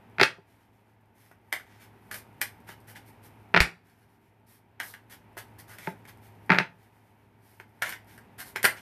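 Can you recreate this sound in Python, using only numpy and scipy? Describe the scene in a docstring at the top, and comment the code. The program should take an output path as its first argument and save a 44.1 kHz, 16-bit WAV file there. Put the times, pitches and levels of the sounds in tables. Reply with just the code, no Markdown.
"""A deck of cards, shuffled overhand close to the microphone.
Packets slide off with a grainy hiss and snap onto the pile; the fingers rub and tick throughout.
Three times the deck is knocked square on the table, whose frame and top ring.
The room is small and quiet, with a faint hum.
Gain control ducks on the loud knocks and creeps back a second later."""
import sys
import numpy as np
from scipy import signal
from scipy.fft import rfft, irfft
from scipy.io import wavfile
from scipy.ndimage import uniform_filter1d, minimum_filter1d

SR = 44100
rng = np.random.default_rng(int(sys.argv[2]) if len(sys.argv) > 2 else 0)


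def file_out(sig):
    """Save sig as 16-bit WAV at sys.argv[1]."""
    # one column per channel
    cols = np.atleast_2d(sig).T
    # limit, then scale
    lim = np.clip(cols, -1, 1)
    pcm = np.round(lim * 32767).astype(np.int16)
    wavfile.write(sys.argv[1], SR, pcm)


N = 388521


def amp(db):
    """Decibels to gain."""
    return 10 ** (np.asarray(db) / 20)


def unit_rms(x):
    """Scales to rms 1."""
    return x / np.sqrt(np.mean(x ** 2) + 1e-20)


def interp_log_hz(points, hz):
    """Reads a table on a log-frequency axis."""
    points_hz, values = np.transpose(points)
    return np.interp(np.log(hz + 1), np.log(points_hz), values)


def add(mix, start_s, sound):
    """Mixes a sound in at start_s."""
    part = mix[max(round(start_s * SR), 0):][:len(sound)]
    part += sound[:len(part)]


def colour(x, spectrum, cutoff_hz=None, size=4096):
    """Minimum-phase filter to a spectrum; a soft contact loses what lies above cutoff_hz."""
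    hz = abs(np.fft.fftfreq(size, 1 / SR))
    log_gain = np.log(amp(interp_log_hz(spectrum, hz)))
    if cutoff_hz:
        log_gain -= np.log(1 + (hz / cutoff_hz) ** 5) / 2
    response = np.fft.ifft(np.exp(np.conj(signal.hilbert(log_gain)))).real
    return signal.fftconvolve(x, response)[:len(x)]


def wander(rate_hz, count):
    """Smoothed noise, rms 1, changing about rate_hz times a second."""
    return unit_rms(uniform_filter1d(rng.standard_normal(count), max(int(SR / rate_hz), 1)))


def clatter(decay_s, click, flatten, size=4096):
    """One contact: a first click, then the packet's other cards land in quick disorder."""
    t = np.arange(size) / SR
    cards = rng.standard_normal(size) * np.exp(-t / decay_s)
    spectrum = rfft(cards / np.linalg.norm(cards) + click * (t == 0), 2 * size)
    # so many edges meet that no frequency is left out
    return irfft(spectrum / (abs(spectrum) + 1e-9) ** flatten)[:size]


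def blow(x, db):
    """Scales a hit to the energy of 3 ms at level db."""
    return amp(db) * x / np.linalg.norm(x) * np.sqrt(.003 * SR)


def modes(table, t, cutoff_hz):
    """Damped modes; a soft blow misses those above cutoff_hz."""
    return sum(amp(db - 60 * t / t60_s) * np.cos(2 * np.pi * hz * t) / (1 + (hz / cutoff_hz) ** 4)
               for hz, db, t60_s in table)


# Room air spectrum [f/Hz, level/dB]
AIR_SPECTRUM = [(20, -40), (45, -19), (76, -12.5), (110, -8), (140, -13.5), (208, -11), (310, -15),
                (570, -21.5), (890, -15.5), (1080, -25), (2380, -28), (4100, -43), (7500, -52),
                (13000, -45.5)]
# Hum tones [f/Hz, level/dB]
HUM_TONES = [(107, -59.5), (231.5, -71.5), (398.4, -71.5), (872, -76), (931, -72.5)]


def air_and_hum(air_db=-56.5, waver_hz=1.3, waver_db=1.0):
    """Low rush of air with a faint wavering hum, as of a distant fan."""
    out = amp(air_db) * unit_rms(colour(rng.standard_normal(N), AIR_SPECTRUM))
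    for hz, db in HUM_TONES:
        cycles = np.cumsum(hz + waver_hz * wander(5.2, N)) / SR
        out += np.sqrt(2) * amp(db + waver_db * wander(4.5, N)) * np.sin(2 * np.pi * cycles)
    return out


# Card faces rubbing [f/Hz, level/dB]
RUB_SPECTRUM = [(100, -9), (1000, -5), (3000, -9.5), (5000, -3.5), (7000, -9.5), (9500, -1), (12000, 0.5),
                (14000, 1)]
# Stiff card bending [f/Hz, level/dB]
FLEX_SPECTRUM = [(25, -47.5), (100, -28), (250, -20), (550, -16), (800, -11.5), (1200, -12), (1550, -2.5),
                 (1800, 0.5), (2150, -1), (2600, -14.5), (3100, -10.5), (3900, -20.5), (7000, -25.5),
                 (14000, -52)]
# Card edges clicking [f/Hz, level/dB]
EDGE_SPECTRUM = [(100, -24), (1000, -15), (3000, -13.5), (5000, -1), (6800, -9), (9200, 2), (10500, -3.5),
                 (11800, 4), (14000, -3)]
# Finger effort on the deck [t/s, level/dB]
FINGER_EFFORT = [(0, -80.5), (.95, -81), (1.65, -75.5), (2.5, -77), (3.05, -73), (3.5, -79.5), (4.3, -83),
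                 (4.7, -83), (5.75, -75.5), (6.399, -73.5), (7.3, -81), (7.8, -74.5), (8.3, -80),
                 (8.8, -68)]


def fingers(rub_db=2, ring_db=-1, swell_db=4, ticks_per_s=30, tick_db=-3, spread_db=4):
    """Restless fingers rub the deck; the cards ring and their corners tick."""
    effort = amp(np.interp(np.arange(N) / SR, *np.transpose(FINGER_EFFORT)))
    slips = rng.standard_normal((2, N)) * amp(swell_db * wander(7, N))
    rub = amp(rub_db) * unit_rms(colour(slips[0], RUB_SPECTRUM))
    ring = amp(ring_db) * unit_rms(colour(slips[1], FLEX_SPECTRUM))
    onsets = rng.random(N) < ticks_per_s / SR
    impulses = onsets * amp(spread_db * np.minimum(rng.exponential(size=N), 3))
    ticks = amp(tick_db) * unit_rms(colour(impulses, EDGE_SPECTRUM) + colour(impulses, FLEX_SPECTRUM))
    return effort * (rub + ring + ticks)


# Deck edge landing on the table or lightly in the hand [t/s, clack/dB, cutoff/Hz, frame/dB, top/dB]
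DECK_KNOCKS = [(0.1839, -26.5, 2400, -33.5, -34), (0.1995, -13.5, 1860, -31, -31.5),
               (0.2130, -10, 4894, -28.5, -23), (0.2147, -19.5, 560, -25, -12),
               (0.2304, -4.5, 6800, -37, -30), (0.2335, 0, 5800, -29.5, -30.5),
               (0.384, -50, 650, -39, -37.5), (1.3135, -43.5, 1030, -68, -50.5),
               (2.6924, -41.5, 1162, -59, -48), (3.5414, -17, 2170, -27.5, -28),
               (3.5460, -9, 2100, -22, -19.5), (3.5632, -11, 2800, -12, -19),
               (3.5750, -2.5, 2870, -15, -22), (3.6037, 4, 8480, -15.5, -17),
               (5.3698, -37, 1020, -56.5, -41), (5.8725, -28, 1700, -27, -24.5),
               (6.4950, -24, 2000, -27.5, -19.5), (6.5030, -5, 1800, -10, -20.5),
               (6.5204, -11, 2298, -19, -23.5), (6.5862, -5, 4600, -29, -32.5),
               (6.601, -16, 2000, -17.5, -22.5), (7.6001, -36.5, 2200, -62, -40.5),
               (8.5598, -32, 1760, -49, -35), (8.6430, -22, 900, -46, -29), (8.6530, -13.5, 4630, -46, -51)]
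# Deck-on-table clack [f/Hz, level/dB]
CLACK_SPECTRUM = [(60, -25), (150, -10), (260, -10), (700, -6), (1100, -8.5), (1400, 1), (2100, 1),
                  (2500, 0.5), (2900, -8), (4800, -5.5), (7000, -21.5), (14000, -14.5)]
# Table frame modes, a low boom [f/Hz, level/dB, t60/s]
FRAME_MODES = [(148, -3, 0.011), (176, -3, 0.077), (246, -9, .04)]
# Table top modes, a hollow ring [f/Hz, level/dB, t60/s]
TOP_MODES = [(390, -3, .055), (464, -5.5, 0.025), (634, -10.5, 0.04), (684, -11, 0.068), (884, 1, 0.044),
             (985, -10.5, 0.077)]


def knocks(highpass_hz=112, rise_s=0.003, size=6000):
    """Each landing packet clacks and sets the table's frame and top ringing."""
    out, t = np.zeros(N), np.arange(size) / SR
    rise = 1 - np.exp(-t / rise_s)
    for at_s, clack_db, cutoff_hz, frame_db, top_db in DECK_KNOCKS + rattle_contacts():
        clack = colour(clatter(decay_s=0.0022, click=.6, flatten=0.67), CLACK_SPECTRUM, cutoff_hz)
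        add(out, at_s, blow(clack, clack_db))
        add(out, at_s, blow(rise * modes(FRAME_MODES, t, cutoff_hz), frame_db))
        add(out, at_s, blow(rise * modes(TOP_MODES, t, cutoff_hz), top_db))
    # the knocks carry almost nothing below about 110 Hz
    return signal.sosfilt(signal.butter(4, highpass_hz, "high", fs=SR, output="sos"), out)


# Packets rattling down [t/s, length/s, clack/dB, fade/dB, cutoff/Hz, frame re clack/dB]
PACKET_RATTLES = [(0.197, 0.025, -20, 0.5, 3400, -14), (3.567, 0.018, -8.5, 7, 3000, -13),
                  (6.509, .074, -8, 17.5, 1900, -7.5)]


def rattle_contacts(gap_s=.009, jitter=.25, spread_db=2.5, top_db=-11):
    """Knock rows: as the deck is squared, loose packets land at uneven gaps, fading."""
    rows = []
    for start_s, length_s, first_db, fade_db, cutoff_hz, frame_db in PACKET_RATTLES:
        scatter = rng.uniform(-1, 1, (32, 2))
        for after_s, (late, strong) in zip(np.arange(0, length_s, gap_s), scatter):
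            at_s = start_s + after_s + jitter * gap_s * late
            db = first_db - fade_db * after_s / length_s + spread_db * strong
            rows.append((at_s, db, cutoff_hz, db + frame_db, db + top_db))
    return rows


# Cards sliding over each other [t/s, length/s, hiss/dB, ring/dB]
CARD_SLIDES = [(.198, .03, -46, -42), (1.139, 0.23, -56, -59.5), (1.648, .2, -66, -58),
               (1.79, .09, -55.5, -53.5), (2.109, .1, -40.5, -49), (2.669, 0.08, -51, -49),
               (2.87, 0.072, -50.5, -54.5), (2.949, 0.047, -53.5, -49.5), (3.057, 0.058, -56.5, -64),
               (3.226, 0.066, -53.5, -61.5), (4.46, 0.15, -50, -60.5), (4.817, 0.14, -40, -60),
               (5.095, 0.071, -45, -48), (5.367, 0.046, -40.5, -41), (5.583, 0.033, -45, -53.5),
               (5.67, .12, -51, -51.5), (5.772, 0.18, -51.5, -51), (6.072, 0.043, -50.5, -52),
               (6.215, 0.097, -59, -64.5), (6.5, 0.091, -49.5, -40), (7.401, .27, -57.5, -65),
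               (7.826, 0.14, -42, -36.5), (8.062, 0.14, -56.5, -58.5), (8.379, 0.068, -39.5, -43),
               (8.445, 0.083, -47.5, -57), (8.637, .03, -42, -28.5), (8.758, 0.048, -53, -48)]


def slides(grain_db=3.0, skew=0.65, swell=1.27, pitch_spread=0.11, contrast=0.71):
    """Stick-slip makes a grainy hiss that swells and dies; each grip rings at its own pitch."""
    out = np.zeros(N)
    strokes = CARD_SLIDES + regrip_strokes()
    grips = rng.uniform(-1, 1, len(strokes))
    for (start_s, length_s, hiss_db, ring_db), grip in zip(strokes, grips):
        count = int(length_s * SR)
        speed = np.sin(np.pi * (np.arange(count) / count) ** skew) ** swell
        slips = rng.standard_normal((2, count)) * amp(grain_db * wander(970, count))
        hiss = unit_rms(colour(slips[0], RUB_SPECTRUM, size=512))
        # pressed cards have a flatter resonance than free ones
        pressed_spectrum = np.array(FLEX_SPECTRUM) * [1 + pitch_spread * grip, contrast]
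        ring = unit_rms(colour(slips[1], pressed_spectrum))
        add(out, start_s, speed * (amp(hiss_db) * hiss + amp(ring_db) * ring))
    return out


# New grip after each squaring [t/s, first stroke/dB]
FINGER_REGRIPS = [(0.46, -63), (3.82, -61), (6.79, -64)]


def regrip_strokes(count=4, gap_s=0.12, length_s=.15, step_db=2.5):
    """Slide rows: the fingers take a new grip in a few fading strokes."""
    rows = []
    for start_s, first_db in FINGER_REGRIPS:
        for k, late in enumerate(rng.uniform(-.15, .15, count)):
            db = first_db - k * step_db
            rows.append((start_s + (k + late) * gap_s, length_s, db, db))
    return rows


# Packets snapping onto the pile [t/s, click/dB, ring/dB, ring f/Hz]
PACKET_SNAPS = [(1.314, -52.5, -44, 1600), (1.5266, -20.5, -13, 1870), (1.598, -48, -38, 1760),
                (2.113, -36, -29.5, 1730), (2.1428, -34.5, -35, 1860), (2.415, -20, -19.5, 1950),
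                (2.6905, -45.5, -44, 1930), (2.958, -59, -39, 1850), (4.8008, -28, -17.5, 1830),
                (4.8320, -33, -31, 1660), (4.9388, -42, -31.5, 1810), (5.7850, -42, -39, 1900),
                (6.0530, -55, -44, 1950), (7.5992, -48, -37, 1798), (7.8217, -24.5, -13.5, 1750),
                (7.893, -29, -31, 1840), (7.9240, -38.5, -28, 1840), (8.1780, -49.5, -44, 1740),
                (8.5599, -33.5, -21.5, 1900), (8.63, -23, -27, 1970), (8.6435, -19, -12.5, 1810),
                (8.6501, -14, -13.5, 1750)]
# Contacts of one snap: leading corner, packet, settling [delay/s, click gain/dB, ring gain/dB]
SNAP_STAGES = [(-.004, -28, -21), (0, -0.5, -0.5), (0.0116, -20, -15)]


def snaps(nominal_hz=1850):
    """Edges click brightly; the bent cards ring near 2 kHz, higher the shorter they are gripped."""
    out = np.zeros(N)
    for at_s, click_db, ring_db, ring_hz in PACKET_SNAPS:
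        bent_spectrum = np.array(FLEX_SPECTRUM) * [ring_hz / nominal_hz, 1]
        for delay_s, click_gain_db, ring_gain_db in SNAP_STAGES:
            click = colour(clatter(decay_s=0.0033, click=0.25, flatten=0.68), EDGE_SPECTRUM)
            ring = colour(clatter(decay_s=0.0041, click=0.5, flatten=0.55), bent_spectrum)
            add(out, at_s + delay_s, blow(click, click_db + click_gain_db))
            add(out, at_s + delay_s, blow(ring, ring_db + ring_gain_db))
    return out


def hand_thump(at_s, db, hz, decay_s):
    """The heel of the hand lands with the deck and rocks the table."""
    out, t = np.zeros(N), np.arange(SR // 4) / SR
    add(out, at_s, -amp(db) * np.sin(2 * np.pi * hz * t) * np.exp(-t / decay_s))
    return out


# Room decay [f/Hz, t60/s]
ROOM_DECAY = [(100, 0.43), (260, .24), (700, .24), (1900, 0.19), (4800, 0.19), (13000, .165)]


def room(x, onset_s, echo_s, echo_gain, size=22050, drift_hz=.23, late_db=-24, late_t60_s=.38):
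    """Dense reflections that die faster in the treble, a faint late tail and one early echo."""
    taps = rng.standard_normal((2, size)) * (np.arange(size) > onset_s * SR)
    hz, t, spectra = signal.stft(taps, SR, nperseg=256)
    main_decay = amp(-60 * t / interp_log_hz(ROOM_DECAY, hz)[:, None])
    late_decay = amp(late_db - 60 * t / late_t60_s)
    tails = signal.istft(spectra * np.hypot(main_decay, late_decay), SR, nperseg=256)[1]
    # reflections shift as the hands move: crossfade two tails
    angle = 2 * np.pi * drift_hz * np.arange(N) / SR
    out = sum(signal.fftconvolve(x * share, tail / np.linalg.norm(tail))[:N]
              for share, tail in zip((np.cos(angle), np.sin(angle)), tails))
    add(out, echo_s, echo_gain * x)
    return out


# Part of a knock that leaves through the air [f/Hz, gain/dB]
AIRBORNE_SPECTRUM = [(150, -3), (500, -1.5), (2000, 0), (3000, 1), (4800, -6), (6500, 0.5), (9500, 4.5),
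                     (14000, 0.5)]


def scene():
    """The table is right at the microphone; the hands are farther off and carry more room."""
    table = knocks()
    cards = snaps() + slides() + fingers()
    table_room = room(colour(table, AIRBORNE_SPECTRUM), onset_s=.005, echo_s=0.015, echo_gain=.15)
    cards_room = room(cards, onset_s=.003, echo_s=.0098, echo_gain=.45)
    direct = table + amp(-2.5) * cards + hand_thump(at_s=3.604, db=-6, hz=58, decay_s=0.015)
    reflected = amp(-8.0) * table_room + amp(-4.5) * cards_room
    return (direct + reflected + air_and_hum())[None]


def gain_control(x, threshold_db=-10, max_duck_db=8, hold_s=1.0, recover_db_per_s=9):
    """Ducks at once, holds, then recovers slowly."""
    power_db = 10 * np.log10(abs(uniform_filter1d(x ** 2, size=100)) + 1e-12)
    over_db = np.clip(power_db - threshold_db, 0, max_duck_db)
    half_hold = int(hold_s * SR / 2)
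    held_db = -minimum_filter1d(-over_db, 2 * half_hold + 1, origin=half_hold, mode="constant")
    recovery_db = np.arange(N) * recover_db_per_s / SR
    duck_db = np.maximum.accumulate(held_db + recovery_db) - recovery_db
    return x * amp(-uniform_filter1d(duck_db, size=80))


def limiter(x, ceiling=.7, size=64):
    """Look-ahead limiter: holds the loudest cracks down without buzzing."""
    allowed_gain = ceiling / np.maximum(abs(x), ceiling)
    return x * uniform_filter1d(minimum_filter1d(allowed_gain, size), size)


def record(dry, cutoff_hz=14150):
    """Gain control, peak limiter, low-pass."""
    limited = limiter(gain_control(dry[0]))
    lowpass = signal.firwin(255, cutoff_hz, window=("kaiser", 8), fs=SR)
    return signal.oaconvolve(limited, lowpass, "same")[None]


dry = scene()
out = record(dry)
file_out(out)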